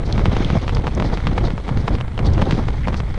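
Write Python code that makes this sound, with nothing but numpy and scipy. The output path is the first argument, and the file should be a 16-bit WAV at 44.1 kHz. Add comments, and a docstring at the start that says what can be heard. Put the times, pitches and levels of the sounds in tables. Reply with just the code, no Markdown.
"""Open beach, firm damp sand: a horse canters close behind a moving microphone, about two strides a second.
From the first moment wind noise buffets the microphone, with rounded thumps, rough rushes and hiss over steady air;
sand swishes and crumbs patter, as shaped noise and small resonances; tack and some hoof contacts tick as short rings.
From 0.18 s to 3.0 s the hooves land, often heel then toe: a filtered click slaps, rebounds and rings hollow,
with decaying noise for grit and knock and a decaying sine for the thud; wind and a faint last tick close the scene."""
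import sys
import numpy as np
from scipy import signal
from scipy.fft import rfft, irfft
from scipy.io import wavfile
from scipy.ndimage import uniform_filter1d

SR = 44100
rng = np.random.default_rng(int(sys.argv[2]) if len(sys.argv) > 2 else 0)


def file_out(sig):
    """Save sig as 16-bit WAV at sys.argv[1]."""
    # one column per channel
    cols = np.atleast_2d(sig).T
    # limit, then scale
    lim = np.clip(cols, -1, 1)
    pcm = np.round(lim * 32767).astype(np.int16)
    wavfile.write(sys.argv[1], SR, pcm)


N = 140238
T = np.arange(N) / SR

# Wind at the microphone. The level curves are before the trims below.
# low buffeting over time [t/s, level/dB]
BUFFET_LEVEL = [(0.0, -23.5), (0.21, -19), (0.26, -19), (0.33, -20), (0.5, -22), (0.56, -22.5),
                (0.61, -26.5), (0.79, -17), (0.82, -25.5), (1.0, -21), (1.15, -22.5), (1.2, -27),
                (1.24, -19.5), (1.39, -22), (1.44, -16.5), (1.52, -25.5), (1.65, -29), (1.73, -25),
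                (1.78, -16.5), (1.87, -30), (1.95, -16), (1.99, -26.5), (2.05, -24), (2.13, -28.5),
                (2.23, -18.5), (2.31, -16), (2.43, -19), (2.46, -27), (2.52, -21), (2.63, -22.5),
                (2.70, -20), (2.76, -24), (2.79, -22), (2.83, -21.5), (2.88, -22), (3.18, -23.5)]
# rough rush of the gusts over time [t/s, level/dB]
RUSH_LEVEL = [(0.0, -29.5), (0.13, -29.5), (0.18, -28), (0.53, -28.5), (0.57, -22), (0.59, -33.5),
              (0.88, -27), (0.91, -39), (1.0, -21), (1.11, -31), (1.14, -23), (1.19, -37.5), (1.43, -26.5),
              (1.64, -39), (1.69, -28.5), (1.83, -33.5), (1.96, -25), (1.97, -39.5), (2.17, -42),
              (2.18, -28), (2.35, -28), (2.39, -23), (2.58, -27), (2.59, -22), (2.66, -47), (2.68, -29.5),
              (2.81, -43.5), (2.87, -31), (3.16, -41.5), (3.18, -30)]
# grainy hiss over time [t/s, level/dB]
HISS_LEVEL = [(0.0, -41), (0.12, -44), (0.36, -33.5), (0.53, -35.5), (0.71, -44), (1.18, -37.5),
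              (1.41, -38.5), (1.63, -43), (1.89, -40), (2.02, -40.5), (2.24, -43), (2.4, -47),
              (2.53, -40.5), (2.67, -40), (3.18, -40)]
# grainy treble over time, followed by the crumbs too [t/s, level/dB]
TREBLE_LEVEL = [(0.0, -53), (0.14, -46), (0.27, -47.5), (0.36, -40), (0.58, -43.5), (0.68, -48),
                (1.36, -48), (1.59, -51.5), (1.86, -49.5), (2.03, -58), (2.26, -51.5), (2.42, -44.5),
                (2.47, -44.5), (2.62, -51), (2.85, -50), (2.98, -54), (3.18, -51)]
# spectrum of the buffeting [f/Hz, relative level/dB]
BUFFET_COLOUR = [(10, -3.5), (25, -1), (45, 2), (65, -0.5), (120, -4), (170, -12), (250, -20), (450, -37),
                 (1000, -75.5)]
# spectrum of the rush [f/Hz, relative level/dB]
RUSH_COLOUR = [(80, -28), (200, 0.5), (320, -1), (480, -4), (800, -9.5), (1300, -18), (2200, -26),
               (5000, -59.5)]
# spectrum of the hiss [f/Hz, relative level/dB]
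HISS_COLOUR = [(300, -0.5), (800, 6.5), (1200, 5.5), (1700, 1.5), (2200, 5), (2700, -13.5), (3400, -5),
               (4200, -23.5), (7000, -41)]
# spectrum of the treble and of the snap of a tick [f/Hz, relative level/dB]
TREBLE_COLOUR = [(2000, -20), (3200, 2.5), (4000, 0.5), (5000, -6), (6500, -8), (7800, -39), (10000, -38)]
# spectrum of the steady sea air [f/Hz, relative level/dB]
AIR_COLOUR = [(500, -4.5), (3000, -28), (5000, -19.5), (7500, 4), (10000, -1)]
BUFFET_TRIM_DB, RUSH_TRIM_DB, HISS_TRIM_DB, TREBLE_TRIM_DB = 3, 0.5, -1.5, -1
AIR_DB = -61
# dB per unit of flutter; the hiss depth serves the treble too
BUFFET_FLUTTER_DB, RUSH_FLUTTER_DB, HISS_FLUTTER_DB = 0.5, 3.5, 3
FLUTTER_HZ = 49.6

# eddies that thump the microphone [t/s, level/dB before the trim, f/Hz]
EDDY_THUMPS = [(.05, -13, 104), (0.142, -9, 100), (.18, -12, 160), (0.234, -6.5, 100), (0.28, -5, 89),
               (.328, -8, 191), (.403, -5.5, 190), (.452, -7.5, 141), (0.527, -4, 136), (.556, -4, 172),
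               (.572, -7, 113.6), (0.778, -10, 94), (1.018, -7.5, 161), (1.047, -15, 580),
               (1.06, -10.5, 147), (1.128, -7.5, 147), (1.292, -7.5, 139), (1.324, -8.5, 210),
               (1.453, -10, 168), (1.534, -10, 139), (1.711, -6.5, 125), (1.768, -9.5, 175),
               (1.838, -8.5, 109), (1.901, -8, 99), (1.93, -10.5, 151), (1.945, -13, 340),
               (2.284, -9, 74.3), (2.378, -9.5, 310), (2.421, -6, 130), (2.473, -10, 360),
               (2.484, -7.5, 97), (2.527, -5, 145), (2.589, -13, 231)]
THUMP_CREST_CYCLES, THUMP_TRIM_DB = 0.6, -2.5  # swings until the crest of the swell
THUMP_ROUNDNESS, THUMP_SKEW = 1.84, 0.24  # exponent of the swell; share of second harmonic

# Crumbs of damp sand raining down behind the hooves
CRUMBS_PER_S, CRUMB_CYCLES, CRUMB_SPREAD_DB = 450, 36, 3.5
CRUMB_LOW_HZ, CRUMB_HIGH_HZ = 2057, 5200
CRUMB_TILT_DB = -4  # per octave, on top of the 1/sqrt(f) weight
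CRUMB_TRIM_DB = -2  # against the treble curve

# swishes of kicked sand [t/s at the middle, length/s, level/dB, centre f/Hz]
SAND_SWISHES = [(0.067, 0.029, -39.5, 4500), (0.337, 0.085, -44, 2900), (0.573, 0.027, -44.5, 4650),
                (0.707, 0.022, -40, 2480), (1.061, 0.049, -40.5, 4200), (1.143, 0.029, -39, 4100),
                (1.459, 0.041, -38, 4080), (1.808, 0.056, -50, 4700), (1.945, 0.032, -41.5, 3950),
                (2.265, 0.029, -35.5, 3940), (2.336, 0.012, -40.5, 4500), (2.562, 0.095, -43, 4300),
                (2.848, 0.029, -35, 1890), (2.979, 0.037, -41, 4600)]
# spectrum of fine grains pushed aside by the hoof [f/Hz, relative level/dB]
SPRAY_COLOUR = [(1000, -23), (3000, 5), (4500, 3), (6500, -4.5), (8000, -11), (10000, -17)]
SPRAY_DB = -34  # against the hoof level
SPRAY_LAG_S, SPRAY_DECAY_S = 0.001, 0.0068
SWISH_WIDTH = 1.24  # band edges over the centre
CLUMP_HZ, CLUMP_DB = 130, 4  # kicked sand flies in clumps; dB per unit of flutter
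GRAIN_SPREAD_DB = 4.5

# short bright ticks: tack, and the sharp clicks of some hoof contacts [t/s, level/dB before the trim, f/Hz]
BRIGHT_TICKS = [(0.1258, -11, 3650), (0.4472, -13.5, 3000), (0.7494, -15.5, 3900), (0.754, -26.5, 4500),
                (0.95, -21, 5900), (1.136, -27, 4600), (1.773, -18.5, 3200), (2.0102, -19.5, 2740),
                (2.1777, -18.5, 2770), (2.1911, -21, 2880), (3.143, -27.5, 4300)]
TICK_CYCLES = 4.3  # sets the width of the resonances
RATTLE_T60_S, RATTLE_DB = 0.013, -15.5
TICK_TRIM_DB, SNAP_DB = -4, -20  # the snap is the broad first edge, against the ring

# hoof contacts [t/s, level/dB, sharpness f/Hz, hollow ring level/dB against the slap]
HOOF_CONTACTS = [(0.1796, -9, 2500, -5), (0.1941, -11, 2000, 2), (0.2569, -3.5, 3300, 4),
                 (0.3669, -10.5, 2380, 9), (0.5025, -10, 3300, 9.5), (0.6799, -8.5, 3000, -8),
                 (0.6942, -8.5, 2500, -12), (0.7698, -12, 3000, 7), (0.8696, -7.5, 2700, 1),
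                 (0.8776, -11.5, 2000, 7), (0.9998, -8, 3500, -1), (1.024, -9, 2500, 4),
                 (1.1738, -11, 3000, -12), (1.2704, -5, 4200, 2), (1.3794, -8.5, 1500, 3),
                 (1.3818, -8, 2500, 1), (1.5049, -14, 3000, -8), (1.5793, -13.5, 1500, -4),
                 (1.68, -14, 2000, -11), (1.6913, -10.5, 1500, -5), (1.773, -13, 2420, -9),
                 (1.878, -10.5, 1400, -12), (1.8808, -6, 1600, 3), (1.9524, -13, 4000, -8),
                 (1.985, -17.5, 2000, -8), (2.004, -19, 1800, -5), (2.0107, -14, 1500, -4),
                 (2.081, -20, 2000, -4), (2.178, -15, 1500, 0), (2.1917, -11.5, 1400, -1),
                 (2.3802, -11, 1290, -2), (2.4159, -15, 2000, 3), (2.4189, -5.5, 1700, 3),
                 (2.424, -10.5, 1500, 4), (2.5098, -5.5, 6000, -18), (2.524, -9.5, 3000, -9),
                 (2.5894, -17, 1200, 5), (2.6831, -17, 5000, -1), (2.6858, -10.5, 1500, -1),
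                 (2.8738, -11.5, 1400, 6), (2.8836, -8.5, 1900, 6), (2.9292, -17, 2000, -5),
                 (2.9435, -10, 2600, -8), (3.0027, -11.5, 2500, 1)]
# spectrum of the slap before each contact's own dulling [f/Hz, relative level/dB]
SLAP_COLOUR = [(100, -6), (300, 1.5), (650, 2), (900, 3.5), (1200, 4), (1600, 0.5), (2200, 1), (3200, 0.5),
               (4200, -4.5), (5000, -6), (7500, -18), (10000, -28)]
# dull knock of packed sand, its spectrum [f/Hz, relative level/dB]
KNOCK_COLOUR = [(100, 5), (250, -13), (450, 8.5), (700, -10.5), (1000, -11.5), (1400, -11), (3000, -41.5),
                (7000, -61)]
# the hoof and the air cupped under it [f/Hz before the spread, width/Hz, level/dB against the ring level]
HOLLOW_MODES = [(469, 67, 3), (870, 250, -3)]
HOLLOW_SPREAD_LOW, HOLLOW_SPREAD_HIGH = -0.1136, 0.071  # in ln f: no two steps ring quite alike
REBOUND_MIN_S, REBOUND_MAX_S = 0.0029 * 0.838, 0.0029 * 2.4  # back off the ground or the leg
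REBOUND_DB = -11
GRIT_DB, GRIT_T60_S = -20, 0.012  # crunch under the hoof
SCATTER_DB, SCATTER_T60_S = -23, 0.051  # grains thrown clear
SINK_S = 0.00076  # crunch and knock build as the hoof sinks in
KNOCK_DB, KNOCK_T60_S = -19, 0.032
THUD_LOW_HZ, THUD_HIGH_HZ = 136.2, 136.2 * 1.48
THUD_DB, THUD_T60_S = -7.5, 0.06
THUD_LEAD_S = 0.0014  # the pressure dips just before the sole slaps down

CUTOFF_HZ = 10400


def from_db(db):
    """Decibels to gain."""
    return 10 ** (np.asarray(db) / 20)


def decay(start_db, t60_s, t):
    """Gain that starts at a level and falls 60 dB in t60_s."""
    return from_db(start_db - 60 * t / t60_s)


def rms_one(x):
    """Scale to unit power."""
    return x / np.sqrt(np.mean(x ** 2) + 1e-20)


def level(rows):
    """Gain over time from (t/s, level/dB) points."""
    return from_db(np.interp(T, *np.transpose(rows)))


def response(colour, size):
    """Gain per frequency bin from (f/Hz, level/dB) points, joined along log frequency."""
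    hz, db = np.transpose(colour)
    bin_hz = np.arange(size // 2 + 1) * SR / size
    return from_db(np.interp(np.log(bin_hz + 1), np.log(hz), db))


def noise(colour, size=N):
    """Coloured noise of unit power."""
    spectrum = rfft(rng.standard_normal(size)) * response(colour, size)
    return rms_one(irfft(spectrum, size))


def pulse(colour, size):
    """Minimum-phase click of this colour, by folding its cepstrum to positive time."""
    cepstrum = irfft(np.log(response(colour, size)))
    cepstrum[1:size // 2] *= 2
    cepstrum[size // 2 + 1:] = 0
    return irfft(np.exp(rfft(cepstrum)))


def coloured(x, colour):
    """Pass an excitation through a causal filter of unit power."""
    click = pulse(colour, size=2048)
    return signal.fftconvolve(x, click / np.sqrt(np.sum(click ** 2)))[:len(x)]


def resonance(x, hz, width_hz):
    """One resonance, gain 1 at its top."""
    r = np.exp(-np.pi * width_hz / SR)
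    zeros = np.array([1, 0, -1]) * (1 - r * r) / 2
    poles = [1, -2 * r * np.cos(2 * np.pi * hz / SR), r * r]
    return signal.lfilter(zeros, poles, x + 1e-18)


def evened(x, size):
    """Hold the short-term power of a noise steady."""
    power = uniform_filter1d(uniform_filter1d(x * x, size), size)
    return x / np.sqrt(power + 1e-9)


def flutter(hz):
    """Random wavering up to a rate, with rounded extremes."""
    lowpass = signal.butter(2, hz, fs=SR, output="sos")
    waver = rms_one(signal.sosfilt(lowpass, rng.standard_normal(N)))
    return 2 * np.tanh(waver / 2)


def grains(size):
    """Dense grains of uneven size, unit power."""
    grain_db = GRAIN_SPREAD_DB * np.minimum(rng.exponential(1, size), 5)
    return rms_one(rng.standard_normal(size) * from_db(grain_db))


def add(out, s, sound):
    """Mix a sound in at a time."""
    i = int(s * SR)
    out[i:i + len(sound)] += sound[:max(N - i, 0)]


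def wind():
    """Turbulence as coloured noise in four ranges, fluttering with the same eddies, over steady sea air."""
    eddies = flutter(FLUTTER_HZ)
    grainy_flutter = from_db(HISS_FLUTTER_DB * eddies)
    buffet = evened(noise(BUFFET_COLOUR), size=1200) * from_db(BUFFET_FLUTTER_DB * eddies)
    rush = evened(noise(RUSH_COLOUR), size=900) * from_db(RUSH_FLUTTER_DB * eddies)
    hiss = coloured(grains(N), HISS_COLOUR) * grainy_flutter
    treble = coloured(grains(N), TREBLE_COLOUR) * grainy_flutter
    out = from_db(AIR_DB) * noise(AIR_COLOUR)
    out += from_db(BUFFET_TRIM_DB) * level(BUFFET_LEVEL) * rms_one(buffet)
    out += from_db(RUSH_TRIM_DB) * level(RUSH_LEVEL) * rms_one(rush)
    out += from_db(HISS_TRIM_DB) * level(HISS_LEVEL) * rms_one(hiss)
    out += from_db(TREBLE_TRIM_DB) * level(TREBLE_LEVEL) * rms_one(treble)
    return out


def thumps(size=4096):
    """Eddies at the microphone: a rounded, lopsided pressure bump that swells, swings and dies away."""
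    out, t = np.zeros(N), np.arange(size) / SR
    for s, db, hz in EDDY_THUMPS:
        age = hz * t / THUMP_CREST_CYCLES
        swell = (age * np.exp(1 - age)) ** THUMP_ROUNDNESS
        phase = 2 * np.pi * (hz * t + rng.random())
        swing = np.cos(phase) + THUMP_SKEW * np.cos(2 * phase)
        add(out, s, from_db(db + THUMP_TRIM_DB) * swing * swell)
    return out


def crumbs(count=24):
    """Separate crumbs land at random, each ringing briefly at one of a set of pitches."""
    size_db = CRUMB_SPREAD_DB * np.minimum(rng.exponential(1, N), 3)
    sizes = rng.choice([-1, 1], N) * from_db(size_db)
    landed = sizes * (rng.random(N) < CRUMBS_PER_S / SR)
    pitch_index = rng.integers(0, count, N)
    out = np.zeros(N)
    for k, hz in enumerate(np.geomspace(CRUMB_LOW_HZ, CRUMB_HIGH_HZ, count)):
        ring = resonance(landed * (pitch_index == k), hz, 2 * hz / CRUMB_CYCLES)
        tilt = from_db(CRUMB_TILT_DB * np.log2(hz / CRUMB_LOW_HZ))
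        out += ring / np.sqrt(hz) * tilt
    return from_db(CRUMB_TRIM_DB) * level(TREBLE_LEVEL) * rms_one(out)


def sand():
    """Kicked sand: band-passed grains that swell and fade, and a fine spray round every contact."""
    spray = np.zeros(N)
    for s, db, *_ in HOOF_CONTACTS:
        spray += from_db(db + SPRAY_DB) * np.exp(-abs(T - s - SPRAY_LAG_S) / SPRAY_DECAY_S)
    out = coloured(grains(N) * spray, SPRAY_COLOUR)
    flow = grains(N) * from_db(CLUMP_DB * flutter(CLUMP_HZ))
    for s, length, db, hz in SAND_SWISHES:
        edges = [hz / SWISH_WIDTH, hz * SWISH_WIDTH]
        band = signal.butter(2, edges, "band", fs=SR, output="sos")
        swell = np.exp(-(2 * (T - s) / length) ** 2)
        out += rms_one(signal.sosfilt(band, flow)) * from_db(db) * swell
    return out


def ticks(size=2048):
    """Small bright ticks: a click and a brief rattle excite a broad snap and a short ring."""
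    out, t = np.zeros(N), np.arange(size) / SR
    for s, db, hz in BRIGHT_TICKS:
        rattle = rng.standard_normal(size) * decay(RATTLE_DB, RATTLE_T60_S, t)
        contact = (t == 0) + rattle
        width_hz = 2 * hz / TICK_CYCLES
        ring = resonance(resonance(contact, hz, width_hz), hz, width_hz)
        snap = coloured(contact, TREBLE_COLOUR)
        tick = ring / abs(ring).max() + from_db(SNAP_DB) * snap / abs(snap).max()
        add(out, s, from_db(db + TICK_TRIM_DB) * tick)
    return out


def hollow_ring(slap, ring_db):
    """The slap excites the resonances of the hoof and its cupped air."""
    ring = np.zeros(len(slap))
    for hz, width_hz, mode_db in HOLLOW_MODES:
        step_hz = hz * np.exp(rng.uniform(HOLLOW_SPREAD_LOW, HOLLOW_SPREAD_HIGH))
        ring += from_db(ring_db + mode_db) * resonance(slap, step_hz, width_hz)
    return ring


def hooves(size=8192):
    """Contacts: a slap of squeezed air, rebound, crunching grit, hollow ring, dull knock and ground thud."""
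    out, t, click = np.zeros(N), np.arange(size) / SR, pulse(SLAP_COLOUR, size)
    sinking = 1 - np.exp(-t / SINK_S)
    crunch_decay = decay(GRIT_DB, GRIT_T60_S, t) + decay(SCATTER_DB, SCATTER_T60_S, t)
    knock_decay = decay(KNOCK_DB, KNOCK_T60_S, t)
    for s, db, sharp_hz, ring_db in HOOF_CONTACTS:
        # two equal one-pole low-passes dull the slap
        r = np.exp(-2 * np.pi * sharp_hz / SR)
        slap = signal.lfilter([(1 - r) ** 2], [1, -2 * r, r * r], click)
        crunch = grains(size) * sinking * crunch_decay
        grit = signal.fftconvolve(crunch, slap / np.sqrt(np.sum(slap ** 2)))[:size]
        slap = slap / slap.max()
        ring = hollow_ring(slap, ring_db)
        delay_s = rng.uniform(REBOUND_MIN_S, REBOUND_MAX_S)
        rebound = from_db(REBOUND_DB) * np.interp(t - delay_s, t, slap, left=0)
        knock = coloured(rng.standard_normal(size) * sinking * knock_decay, KNOCK_COLOUR)
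        thud_hz = rng.uniform(THUD_LOW_HZ, THUD_HIGH_HZ)
        thud = -np.sin(2 * np.pi * thud_hz * t) * decay(THUD_DB, THUD_T60_S, t)
        add(out, s, from_db(db) * (slap + ring + rebound + grit + knock))
        add(out, s - THUD_LEAD_S, from_db(db) * thud)
    return out


def scene():
    """Wind, sand and horse on the open beach, with no echo."""
    return (wind() + thumps() + crumbs() + sand() + ticks() + hooves())[None]


def record(dry):
    """At the microphone the highest peaks are rounded towards full scale and the top is cut steeply."""
    rounded = dry / (1 + dry ** 6) ** (1 / 6)
    lowpass = signal.ellip(10, .3, 70, CUTOFF_HZ, fs=SR, output="sos")  # ripple/dB, stopband/dB
    return signal.sosfilt(lowpass, rounded)


dry = scene()
out = record(dry)
file_out(out)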